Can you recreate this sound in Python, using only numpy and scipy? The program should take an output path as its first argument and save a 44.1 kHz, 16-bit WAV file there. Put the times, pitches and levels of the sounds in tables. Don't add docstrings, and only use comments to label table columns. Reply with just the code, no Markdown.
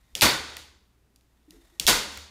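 import sys
import numpy as np
from scipy import signal
from scipy.io import wavfile
from scipy.ndimage import uniform_filter1d, minimum_filter1d

SR = 44100
rng = np.random.default_rng(int(sys.argv[2]) if len(sys.argv) > 2 else 0)


def store_pcm(level_fs):
    pcm = np.round(np.clip(level_fs, -1, 1) * 32767).astype(np.int16)
    wavfile.write(sys.argv[1], SR, np.atleast_2d(pcm).T)


def convert_level_to_amplitude(level_db):
    exponent = np.asarray(level_db, float) / 20
    return 10 ** exponent


N = 101429


def rms_one(x):
    return x / np.sqrt(np.mean(x ** 2) + 1e-20)


def at_hz(points, hz):
    table_hz, value = np.array(points).T
    return np.interp(np.log(hz), np.log(table_hz), value)


def ring(push, hz, t60):
    r, w = convert_level_to_amplitude(-60 / (t60 * SR)), 2 * np.pi * hz / SR
    return signal.lfilter([0, np.sin(w)], [1, -2 * r * np.cos(w), r * r], push + 1e-18)


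def resonate(x, table):
    total = 0
    for hz, width, level_db in table:
        b, a = signal.iirpeak(hz, hz / width, fs=SR)
        total = total + convert_level_to_amplitude(level_db) * rms_one(signal.lfilter(b, a, x))
    return total


def bands(sources, gain):
    edges = 20 * 2 ** np.arange(0, 10.1, .5)
    total = 0
    for k, (lo, hi) in enumerate(zip(edges, edges[1:])):
        sos = signal.butter(3, [lo, hi], "band", fs=SR, output="sos")
        centre = min(np.sqrt(lo * hi), 15000)
        total = total + gain(centre) * signal.sosfilt(sos, sources[k % 2])
    return total


TOP_HZ = 15900


def top_cut(x):
    return signal.sosfilt(signal.cheby2(12, 50, TOP_HZ + 300, fs=SR, output="sos"), x)


def place(out_len, s, sound):
    out, i = np.zeros(out_len + len(sound)), max(int(s * SR), 0)
    out[i:i + len(sound)] = sound
    return out[:out_len]


# (frequency [Hz], level [dB per Hz])
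ROOM_TONE = [(12, -31), (20, -2), (117, -9.5), (314, -10), (428, -17), (506, -20.5), (670, -20),
             (13200, -35.5), (16500, -41.5)]
# (frequency [Hz], level [dB rms])
HUM = [(60, -68), (119, -80.5)]
AIR_DB, AIR_HISS_DB, AIR_PATCHY_DB = -68.5, -87.5, 2


def air():
    t = np.arange(N) / SR
    settle = 8000

    def gain(hz):
        drift = uniform_filter1d(rng.standard_normal(N + settle), size=2000)
        drift = rms_one(uniform_filter1d(drift, size=2000))
        return convert_level_to_amplitude(at_hz(ROOM_TONE, hz) + AIR_PATCHY_DB * drift / (1 + hz / 800))

    tone = top_cut(bands(rng.standard_normal((2, N + settle)), gain))[settle:]
    hiss = rms_one(top_cut(np.diff(rng.standard_normal(N + 2), 2)))
    hum = sum(np.sqrt(2) * convert_level_to_amplitude(db) * np.sin(2 * np.pi * hz * t) for hz, db in HUM)
    return convert_level_to_amplitude(AIR_DB) * rms_one(tone) + convert_level_to_amplitude(AIR_HISS_DB) * hiss + hum


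# (time [s], level [dB])
SQUEEZE = [
    (-.05, -76.5),
    (0.15, -73),
    (.3, -96),
    (1.2, -88.5),
    (1.479, -78.5),
    (1.52, -66),
    (1.6, -70),
    (1.68, -68),
    (1.8, -71.5),
    (1.9, -95),
]
# (frequency [Hz], width [Hz], level [dB])
LEVER = [(6250, 2500, -10.5), (810, 1100, 3.5), (3000, 5300, -1), (11000, 9100, -7)]
# (frequency [Hz], width [Hz], level [dB])
STREAKS = [(1880, 130, -3), (3600, 220, -3.5)]
SQUEEZE_DB, GRAIN_DB = 2.5, 1.5


def squeeze():
    s, db = np.transpose(SQUEEZE)
    unevenness = rms_one(uniform_filter1d(rng.standard_normal(N), size=400))
    grains = rng.standard_normal(N) * convert_level_to_amplitude(GRAIN_DB * unevenness)
    rub = rms_one(top_cut(resonate(grains, LEVER + STREAKS)))
    return convert_level_to_amplitude(np.interp(np.arange(N) / SR, s, db) + SQUEEZE_DB) * rub


# (time [s], level [dB],
# frequency [Hz], t60 [s])
KNOCKS = [(0.019, -53, 50, 0.18), (0.13, -45.5, 51, 0.16), (0.222, -12, 58, 0.13), (0.22, -17, 208, 0.26),
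          (0.39, -34.5, 76, .5), (0.5, -44, 75, 0.83), (1.48, -47, 302.5, 0.16), (1.529, -51, 335, 0.19),
          (1.56, -52.5, 275, 0.25), (1.54, -54, 430, 0.18), (1.539, -52.5, 45, 0.64),
          (1.5, -55.5, 180, 0.22), (1.721, -58.5, 340, 0.23), (1.8, -47, 67, 0.38), (1.85, -27, 47, 0.23),
          (1.88, -27, 207, 0.6), (2.058, -38.5, 73.5, 0.55), (2.171, -39, 75, 0.29), (2.08, -39, 280, 0.23),
          (0.57, -27.5, 2000, .011), (2.1735, -29.5, 1370, 0.012), (2.1735, -38.5, 2200, 0.033),
          (0.22, -8, 893, 0.053), (1.875, -16, 920, .02), (1.58, -57.5, 340, 0.33)]
KNOCK_RISE_CYCLES = .6


def knocks():
    t = np.arange(SR) / SR
    out = np.zeros(N)
    for s, db, hz, t60 in KNOCKS:
        rise = 1 - np.exp(-t * (hz + 50) / KNOCK_RISE_CYCLES)
        out += place(N, s, convert_level_to_amplitude(db - 60 * t / t60) * rise * np.sin(2 * np.pi * hz * t))
    return out


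# (frequency [Hz], t60 [s])
ROOM = [(60, 0.4), (250, 0.46), (1000, 0.49), (2500, 0.51), (4000, 0.51), (7000, 0.47), (10000, 0.36),
        (15000, 0.29)]
ROOM_GAP_S, ROOM_RISE_S = .002, .004
LATE_DB, LATE_STRETCH = -36.5, 1.9


def room(colour):
    t = np.arange(SR * 3 // 4) / SR

    def decay(hz):
        fall_db = 60 * t / at_hz(ROOM, hz)
        return convert_level_to_amplitude(colour(hz)) * (convert_level_to_amplitude(-fall_db) + convert_level_to_amplitude(LATE_DB - fall_db / LATE_STRETCH))

    tail = top_cut(bands(rng.standard_normal((2, len(t))), decay))
    tail = tail * (1 - np.exp(-np.maximum(t - ROOM_GAP_S, 0) / ROOM_RISE_S))
    return tail / np.sqrt(np.mean(tail[:2000] ** 2))


# (time [s], peak level [dB], brightness [dB per octave], ring scale [x], extra room [dB])
CLICKS = [(0.1520, -12, -0.4, 1.17, 3.6), (0.2103, 5.5, -3, 1.06, 1.5), (0.218, 1, 5, 1.1, -26),
          (0.5015, -38, 5.0, .6, .1), (0.5370, -43, 4.0, .6, .1), (0.5677, -23, 0, 1.1, 3),
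          (1.16, -45.5, 3, 1.1, .1), (1.2100, -55, -1, .8, -11), (1.5073, -36, 4, 0.97, -2.3),
          (1.7976, -9.5, -0.1, 1.3, 1.5), (1.8670, 5, 1, 0.64, 13), (1.8757, 6, 1.2, 1.04, 4),
          (2.118, -44, 35, 0.75, 15), (2.1430, -38, -8, 0.69, -3), (2.1500, -41, 16, .6, -2),
          (2.1739, -21.5, 1.5, 1.34, -2.5)]
# (frequency [Hz], level [dB], t60 [s])
HOUSING = [(2600, -5, .007), (2900, -3, .009), (3400, -2, .009), (3950, -1, .009), (4550, 0, .012),
           (5650, -5, .010), (6900, -5, .008), (8700, -6, .007), (9700, -7, .006), (11600, -10, .005),
           (13200, -9, .005), (14900, -12, .005)]
# (frequency [Hz], level [dB per Hz])
CLICK_ECHO = [(59, -35), (100, 2.5), (602, -5), (1330, -12), (2920, -1.5), (5920, -2), (14200, -11.5),
              (15500, -19), (16500, -35)]
CONTACT_S, MODE_SPREAD_DB, CRACK_DB = 0.00038, 2, -3.5
CLICK_LOW_HZ, CLICK_ROOM_DB = 2380, -30.5


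def clicks():
    out, t = np.zeros(N), np.arange(2048) / SR
    high = signal.butter(4, CLICK_LOW_HZ, "high", fs=SR, output="sos")
    for s, db, tilt_db, scale, wet_db in CLICKS:
        def tilt(hz):
            return tilt_db * np.log2(hz / 4000)

        def echo_colour(hz):
            return at_hz(CLICK_ECHO, hz) + tilt(hz)

        press = t / CONTACT_S * np.exp(-t / (CONTACT_S * scale))
        touch = rng.standard_normal((len(HOUSING) + 1, 2048)) * press
        modes = 0
        for (hz, mode_db, t60), push in zip(HOUSING, touch):
            strength, detune = rng.standard_normal(2)
            tone = rms_one(ring(push, hz * (1 + 0.01 * detune), t60 * scale))
            modes = modes + convert_level_to_amplitude(mode_db + tilt(hz) + MODE_SPREAD_DB * strength) * tone
        crack = bands(touch[[-1, 0]], lambda hz: convert_level_to_amplitude(echo_colour(hz)))
        sound = signal.sosfilt(high, rms_one(modes) + convert_level_to_amplitude(CRACK_DB) * rms_one(crack))
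        if db < -30:
            sound = top_cut(sound)
        out += place(N, s - CONTACT_S / 2, convert_level_to_amplitude(db) * sound / np.abs(sound).max())
        out += place(N, s, convert_level_to_amplitude(db + wet_db + CLICK_ROOM_DB) * room(echo_colour))
    return out


# (time [s], level [dB])
SLAMS = [
    (0.2175, 2.5),
    (1.8754, -1.5),
]
# (frequency [Hz], level [dB per Hz])
SLAM_RATTLE = [(18, -40.5), (30, -2.5), (979, -15), (1150, -9), (2000, -2), (2600, -6.5), (3210, -2.5),
               (13700, -12), (16500, -23.5)]
# (frequency [Hz], level [dB per Hz])
SLAM_ECHO = [(18, -42), (30, -4.5), (493, -9.5), (625, -11), (1450, -11.5), (2400, -10), (4530, -10.5),
             (14800, -17.5), (16500, -36.5)]
# (frequency [Hz], width [Hz], level [dB])
FRAME = [(502, 360, -11.5), (1007, 340, -8.5), (1476, 160, -9.5), (2000, 240, -13), (3600, 560, -8.5),
         (4440, 100, -10)]
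RATTLE_RISE_S, RATTLE_HOLD_S, RATTLE_T60_S = .0005, .022, 0.1
RATTLE_PER_S, RATTLE_DULLS_DB_PER_S, SLAM_ROOM_DB = 4000, 58, -9.5


def slams():
    out, t = np.zeros(N), np.arange(SR // 4) / SR

    def dulling(hz):
        return convert_level_to_amplitude(at_hz(SLAM_RATTLE, hz) - RATTLE_DULLS_DB_PER_S * t * np.log2(1 + hz / 2000))

    for s, db in SLAMS:
        sizes = convert_level_to_amplitude(3.1 * np.minimum(rng.exponential(1, (2, len(t))), 4))
        sizes = sizes * rng.choice([-1, 1], (2, len(t)))
        fall = convert_level_to_amplitude(-60 * np.maximum(t - RATTLE_HOLD_S, 0) / RATTLE_T60_S)
        shape = (1 - np.exp(-t / RATTLE_RISE_S)) * fall
        contacts = rng.random(len(t)) < RATTLE_PER_S / SR
        rattle = top_cut(bands(contacts * sizes * shape + 1e-18, dulling))
        out += place(N, s, convert_level_to_amplitude(db - 6.5) * rattle / np.sqrt(np.mean(rattle[:900] ** 2)))
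        echo = rms_one(room(lambda hz: at_hz(SLAM_ECHO, hz)))
        echo = echo + resonate(echo, FRAME)
        out += place(N, s, convert_level_to_amplitude(db + SLAM_ROOM_DB) * echo / np.sqrt(np.mean(echo[:2000] ** 2)))
    return out


def scene():
    return (air() + squeeze() + knocks() + clicks() + slams())[None]


def falling_max(db, back_db_per_s):
    ramp = back_db_per_s * np.arange(N) / SR
    return np.maximum.accumulate(db + ramp) - ramp


def low_pass(x):
    return signal.sosfilt(signal.butter(12, 17050, fs=SR, output="sos"), x)


CEILING_DB, LIMIT_BACK_DB_PER_S = -4.5, 502.5
DUCK_FROM_DB, DUCK_DB, DUCK_HOLD_S, DUCK_BACK_DB_PER_S = -17, 9.0, .11, 54.5
CUTOFF_HZ = 16300


def record(dry):
    level = 20 * np.log10(np.abs(dry[0]) + 1e-9)
    loudness = 10 * np.log10(uniform_filter1d(dry[0] ** 2, size=441) + 1e-12)
    over = DUCK_DB * np.clip((loudness - DUCK_FROM_DB) / 2, 0, 1)
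    hold = int(DUCK_HOLD_S * SR)
    late = np.r_[np.zeros(hold), over][:N]
    held = -minimum_filter1d(-over, hold | 1, origin=(hold | 1) // 2)
    duck = uniform_filter1d(np.maximum(held, falling_max(late, DUCK_BACK_DB_PER_S)), size=221)
    peaks = -minimum_filter1d(duck - level, size=61)
    cut = np.maximum(falling_max(peaks, LIMIT_BACK_DB_PER_S) - CEILING_DB, 0)
    mix = dry * convert_level_to_amplitude(-duck - uniform_filter1d(cut, size=31))
    mix = signal.sosfilt(signal.cheby2(10, 60, CUTOFF_HZ + 900, fs=SR, output="sos"), mix)
    return low_pass(mix)


dry = scene()
out = record(dry)
store_pcm(out)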